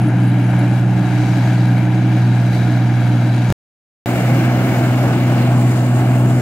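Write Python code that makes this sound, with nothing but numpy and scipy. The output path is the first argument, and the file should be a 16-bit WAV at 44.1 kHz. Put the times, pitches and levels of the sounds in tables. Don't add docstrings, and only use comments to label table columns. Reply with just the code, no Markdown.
import sys
import numpy as np
from scipy import signal
from scipy.fft import rfft, irfft
from scipy.io import wavfile
from scipy.ndimage import uniform_filter1d

SR = 44100
rng = np.random.default_rng(int(sys.argv[2]) if len(sys.argv) > 2 else 0)


def output_pcm(signal):
    pcm = np.clip(np.atleast_2d(signal).T, -1, 1) * 32767
    wavfile.write(sys.argv[1], SR, np.round(pcm).astype(np.int16))


def volts_from_decibels(level):
    exponent = np.asarray(level, float) / 20
    return 10 ** exponent


N = 282681
TIME = np.arange(N) / SR
HZ = np.fft.rfftfreq(N, 1 / SR)

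# [start t/s, end t/s]
SHOT_SPAN = [(0, 3.5), (4.06, 6.41)]
STUTTER_S, SILENCE_S, RETURN_S = 3.5033, 3.5246, 4.0592
# [t/s, firing rate f/Hz, firing tone rms level/dB]
ENGINE = [
    [(0.0, 121.6, -14), (0.3, 121.2, -13), (1.0, 120.9, -14), (1.22, 120.9, -14.5), (1.7, 121.2, -11.5),
     (1.85, 121, -14.5), (2.3, 120.9, -11.5), (2.55, 120.7, -14), (3.15, 120, -12.5), (3.5, 120.7, -13.5)],
    [(4.06, 122.6, -21), (4.28, 122.9, -13), (4.65, 123.3, -15.5), (5.2, 123.1, -15), (5.6, 122.6, -11.5),
     (5.8, 122.7, -13.5), (6.0, 123.1, -12), (6.41, 123.6, -14.5)],
]
# [multiple of firing rate, start rms level/dB, end rms level/dB, phase waver/rad, level wander/dB]
FIRING_OVERTONES = [
    [(1.5, -20.5, -23.5, .12, .9), (2, -44.5, -32, .3, 2.5), (2.5, -32, -35, .4, 2.5),
     (3, -44, -42.5, .4, 2.5)],
    [(1.5, -26, -27.5, 0.17, 2.5), (2, -24.5, -24, .12, .8), (2.5, -32.5, -32, 0.33, 1.5),
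     (3, -37, -37, 0.34, 2)],
]
# [multiple of engine cycle rate, level against firing tone/dB]
CYCLE_TONES = [
    [(4, -35.5), (5, -30), (7, -22), (8, -33), (10, -18), (11, -23), (13, -35), (14, -31.5), (16, -28.5),
     (36, -28.5), (39, -29.5), (44, -34), (47, -38), (48, -38), (60, -36.5), (72, -39.5), (81, -32.5)],
    [(4, -38), (5, -26), (7, -37), (8, -24), (10, -21), (11, -18.5), (13, -41), (14, -28), (16, -25.5),
     (54, -32), (63, -35.5), (87, -36.5)],
]
# [f/Hz, relative level per Hz/dB]
NOISE_COLOUR = [
    [(15, -75.5), (25, -49.5), (64, -28.5), (87, -20.5), (123, -13), (229, -12), (309, -3), (451, -33.5),
     (734, -34), (1100, -38.5), (1610, -39.5), (1890, -31.5), (2350, -33.5), (2610, -39), (16000, -63.5)],
    [(15, -65), (25, -54), (64, -23), (92, -22.5), (123, -10.5), (145, -10), (170, -15), (317, -11),
     (439, -24.5), (695, -19), (962, -28.5), (1480, -32), (5000, -41.5), (7710, -52), (16000, -48)],
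]
# [f/Hz, width f/Hz, lift level/dB]
PANELS = [
    [(740, 320, 3), (1630, 160, 4.5), (2696, 180, 9), (3367, 67, 8), (3900, 450, 3.5), (4600, 300, 1),
     (6550, 300, 4.5)],
    [(687, 34, 1.5), (1626, 200, 2.5), (2200, 780, 7.5), (2810, 310, 5), (6860, 900, 5.5), (7800, 630, 4)],
]
# [f/Hz, likeness 0-1]
PORT_LIKENESS = [
    [(60, .88), (130, .95), (290, .97), (640, .95), (1410, .82), (3100, .5), (6820, .3), (15000, .25)],
    [(60, .9), (130, .95), (290, .97), (640, .93), (1410, .7), (3100, .35), (6820, .05), (15000, .05)],
]
# [f/Hz, left minus right level/dB]
SIDE_LEAN = [
    [(60, -1.0), (110, -1.0), (200, 0.0), (380, 0.0), (700, 0.0), (1290, 3.5), (2380, 4.5), (4400, 1.0),
     (8120, 4.5), (15000, 4.0)],
    [(60, 0.0), (110, 0.0), (200, 0.0), (380, -0.5), (700, -0.5), (1290, 1.0), (2380, 2.0), (4400, 0.0),
     (8120, 6.5), (15000, 8.5)],
]
# [water echo t/ms, echo share, right port late t/ms, knock depth,
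# flicker level/dB, loudest clink peak over the uncoloured noise rms level/dB]
PLACE = [(1.314, 0.39, 0.011, 0.21, 0.73, -2.5), (1.364, 0.12, 0.092, 0.07, 1.0, 0)]
# [from f/Hz, echo t/ms, share]
TREBLE_ECHO = [(3408, 1.53, 0.55), (3300, 1.5, 0.046)]
ECHO_TOP_HZ = 8000
# [t/s, level of all layers/dB, extra treble level/dB]
NOISE_SWELL = [
    [(0.0, 0, -2), (0.3, -0.5, -1.5), (0.62, 1, -1), (0.85, -1, 0.5), (1.25, 1.5, 3), (1.55, -0.1, 4.5),
     (1.9, 0.2, -1.5), (2.3, -0.7, 2), (2.6, 0.1, 3.5), (2.8, 0.1, -1), (3.5, -0.3, 3)],
    [(4.06, -1.5, 3), (4.15, 1, 0.5), (4.75, 0.46, -1.2), (5.08, 0.5, 1), (5.25, -0.5, -1.5),
     (5.4, 0.1, 0.5), (5.6, -1.5, 3.5), (5.88, -2.5, 0.1), (6.0, -0.1, 0.3), (6.41, -1, -0.8)],
]
# [start level/dB, end level/dB, share of treble swell, share of firing knock, engine cycle throb level/dB]
NOISE_LAYERS = [
    [(-21.5, -24, 0.042, 0.02, 0.65), (-29, -29.5, 0.046, .4, 0.75), (-38, -38, 0.27, .3, 0.3),
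     (-47.5, -44.5, 1, 3.1, 0.14), (-55, -56, 0.92, 3, 0), (-56, -55.5, .6, 4, 0.7)],
    [(-21, -19.5, 0.052, 0.02, 0.1), (-24, -25, 0.05, 1.1, 0.35), (-34, -38, 0.1, 1.1, 0.3),
     (-44.5, -46.5, .1, 1.1, 0.65), (-48, -46, 1.1, 1.1, 0.4), (-43.5, -47, 0.32, 1.1, 0.4)],
]
LAYER_EDGES = (450, 1800, 3200, 6000, 9000)
# [t/s, shake level/dB]
CHAIN_SHAKES = [(0.0158, -35.5), (0.0603, -43), (0.1989, -46), (0.2361, -46), (0.2713, -42), (0.4264, -47),
                (0.4419, -45), (0.5861, -42), (0.6913, -46)]
# [f/Hz, width f/Hz, relative level/dB]
CHAIN_RINGS = [(10780, 260, 0), (10150, 260, -8), (9000, 500, -9)]
FAINT_JINGLE_DB, FAINT_SPREAD_DB, FAINT_FADE_S = -44.5, 8, .4
# [middle t/s, half length t/s, f/Hz, rms level at the top/dB]
BODY_BOOMS = [(0.03, .04, 308, -21), (0.27, .16, 292, -21), (0.6, .09, 290, -24), (1.19, .06, 300, -21),
              (1.93, .05, 308, -22), (2.1, .07, 308, -22), (2.72, .04, 305, -26), (4.36, .06, 160, -22),
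              (4.83, .06, 338, -23)]


def columns(table):
    s, *values = np.transpose(table)
    return [np.interp(TIME, s, v) for v in values]


def over_hz(table, hz):
    f, v = np.transpose(table)
    return np.interp(np.log(np.maximum(hz, 1)), np.log(f), v)


def unit(x):
    return x / np.sqrt(np.mean(x ** 2))


def walk(rate):
    hold = int(SR / rate)
    steps = np.repeat(rng.standard_normal(N // hold + 1), hold)
    return unit(uniform_filter1d(uniform_filter1d(steps, hold), hold)[:N])


def exhaust(curve, overtones, cycle, span, crest_s):
    hz, firing_db = columns(curve)
    firings = np.cumsum(hz) / SR
    at_crest = firings[int(crest_s * SR)]
    firings += 2 * np.ceil(at_crest / 2) - at_crest - .06
    out = volts_from_decibels(firing_db + .25 * walk(9)) * np.cos(2 * np.pi * firings + 0.043 * walk(24))
    for multiple, start_db, end_db, waver, wander_db in overtones:
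        db = np.interp(TIME, span, (start_db, end_db)) + wander_db * walk(8)
        phase = 2 * np.pi * (round(2 * multiple) * firings / 2)
        out = out + volts_from_decibels(db) * np.cos(phase + waver * walk(24))
    for multiple, db in cycle:
        drift = rng.random() + .15 * walk(4)
        phase = 2 * np.pi * (int(multiple) * firings / 6 + drift)
        out = out + volts_from_decibels(firing_db + db + 1.01 * walk(6.2)) * np.sin(phase)
    return np.sqrt(2) * out, firings


def exhaust_at_ports(tones, late_ms, lean):
    late = np.interp(TIME - late_ms / 1000, TIME, tones)
    lean_db = over_hz(lean, 120) + .45 * walk(5)
    return np.array([tones, late]) * volts_from_decibels(lean_db * np.array([[.5], [-.5]]))


def work(swell, layers, span):
    all_db, treble_db = columns(swell)
    return [np.interp(TIME, span, (start_db, end_db)) + all_db + share * treble_db
            for start_db, end_db, share, *_ in layers]


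def clinks(count, peak_db):
    out, t = np.zeros(N), np.arange(int(.05 * SR)) / SR
    for when, pitch, size in rng.random((count, 3)):
        hz, i = 3500 + 11500 * pitch, int(when * (N - len(t)))
        ring = np.sin(2 * np.pi * hz * t) * np.exp(-t / .006)
        out[i:i + len(t)] += volts_from_decibels(peak_db - 12 * size) * ring
    return out


def resonance(hz, width):
    return 1 / (1 + ((HZ - hz) / (width / 2)) ** 2)


def port_noise(likeness, late_ms, clink_db):
    like = np.clip(over_hz(likeness, HZ), 0, 1)
    mid, side = rfft(rng.standard_normal((2, N)))
    mid = mid + rfft(clinks(count=900, peak_db=clink_db))
    pair = np.sqrt(1 + like) * mid + np.sqrt(1 - like) * side * [[1], [-1]]
    pair[1] *= np.exp(-2j * np.pi * HZ * late_ms / 1000)
    return pair


def water_echo(echo_ms, echo_share, high_echo):
    from_hz, high_ms, high_share = high_echo
    high = HZ > from_hz
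    delay_ms, share = np.where(high, high_ms, echo_ms), np.where(high, high_share, echo_share)
    mirror = share * np.exp(-(HZ / ECHO_TOP_HZ) ** 2)
    return 1 + mirror * np.exp(-2j * np.pi * HZ * delay_ms / 1000)


def machinery(levels_db, layers, high_echo, colour, body, likeness, lean, firings, place):
    echo_ms, echo_share, late_ms, knock, flicker_db, clink_db = place
    pair = port_noise(likeness, late_ms, clink_db)
    ring_db = sum(db * resonance(hz, width) for hz, width, db in body)
    colour_db = over_hz(colour, HZ) + ring_db + over_hz(lean, HZ) * [[.5], [-.5]]
    pair = pair * water_echo(echo_ms, echo_share, high_echo) * volts_from_decibels(colour_db)
    strength = rng.standard_normal(int(firings[-1]) + 1)[firings.astype(int)]
    blow = volts_from_decibels(2.5 * strength) * np.exp(-(firings % 1) / .3)
    throb = np.cos(2 * np.pi * firings / 6) + np.cos(2 * np.pi * firings / 3)
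    groups, shared = np.zeros((6, 2, N)), walk(5.96)
    rattle = walk(30)
    octave = np.log2(np.maximum(HZ, 1))
    for centre in np.arange(4.5, 14.5, .5):
        window = np.cos(np.pi * np.clip(octave - centre, -.5, .5)) ** 2
        band = irfft(pair * window, N)
        group = np.searchsorted(LAYER_EDGES, 2 ** centre)
        *_, knock_share, throb_db = layers[group]
        band_db = flicker_db * (0.31 * shared + walk(12)) + 0.2 * group * rattle + throb_db * throb
        groups[group] += band * volts_from_decibels(band_db) * (1 + knock * knock_share * blow)
    return sum(volts_from_decibels(db) * g / np.sqrt(np.mean(g.mean(axis=0) ** 2)) for db, g in zip(levels_db, groups))


def faint_jingles(count):
    when, size = rng.random((count, 2)).T
    return list(zip(-FAINT_FADE_S * np.log(1 - when), FAINT_JINGLE_DB - FAINT_SPREAD_DB * size))


def chain():
    shake = np.zeros(N)
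    for s, db in list(CHAIN_SHAKES) + faint_jingles(count=12):
        shake += volts_from_decibels(db) * np.exp(-np.maximum(TIME - s, 0) / 0.011) * (TIME >= s)
    response = sum(volts_from_decibels(db) * resonance(hz, width) for hz, width, db in CHAIN_RINGS)
    ringing = unit(irfft(rfft(rng.standard_normal(N)) * response, N))
    return shake * ringing * volts_from_decibels(np.array([[-2.5], [-7.]]))


def booms():
    waver, shake = .5 * walk(30), volts_from_decibels(1.5 * walk(25))
    out = np.zeros(N)
    for s, half, hz, db in BODY_BOOMS:
        swell = np.sqrt(2) * volts_from_decibels(db) * np.exp(-((TIME - s) / half) ** 2)
        out += swell * shake * np.sin(2 * np.pi * hz * TIME + waver)
    return out


def scene():
    shots = []
    for k, crest_s in enumerate((STUTTER_S, RETURN_S)):
        span, layers, lean = SHOT_SPAN[k], NOISE_LAYERS[k], SIDE_LEAN[k]
        tones, firings = exhaust(ENGINE[k], FIRING_OVERTONES[k], CYCLE_TONES[k], span, crest_s)
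        tones = exhaust_at_ports(tones, PLACE[k][2], lean)
        levels_db = work(NOISE_SWELL[k], layers, span)
        noise = machinery(levels_db, layers, TREBLE_ECHO[k], NOISE_COLOUR[k], PANELS[k],
                          PORT_LIKENESS[k], lean, firings, PLACE[k])
        shots.append(tones + noise)
    far, near = shots
    return np.where(TIME < RETURN_S, far + chain(), near) + booms()


def low_pass(x):
    return signal.sosfilt(signal.butter(12, 16520, fs=SR, output="sos"), x)


def record(dry):
    rounded = np.tanh(1.1 * dry) / 1.1
    top_cut = signal.ellip(10, .2, 60, 15650, fs=SR, output="sos")
    mix = signal.sosfilt(top_cut, rounded)
    stutter, silence, back = (int(s * SR) for s in (STUTTER_S, SILENCE_S, RETURN_S))
    mix[:, stutter:silence] = mix[:, 2 * stutter - silence:stutter]
    mix[:, silence:back] = 0
    return low_pass(mix)


dry = scene()
out = record(dry)
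output_pcm(out)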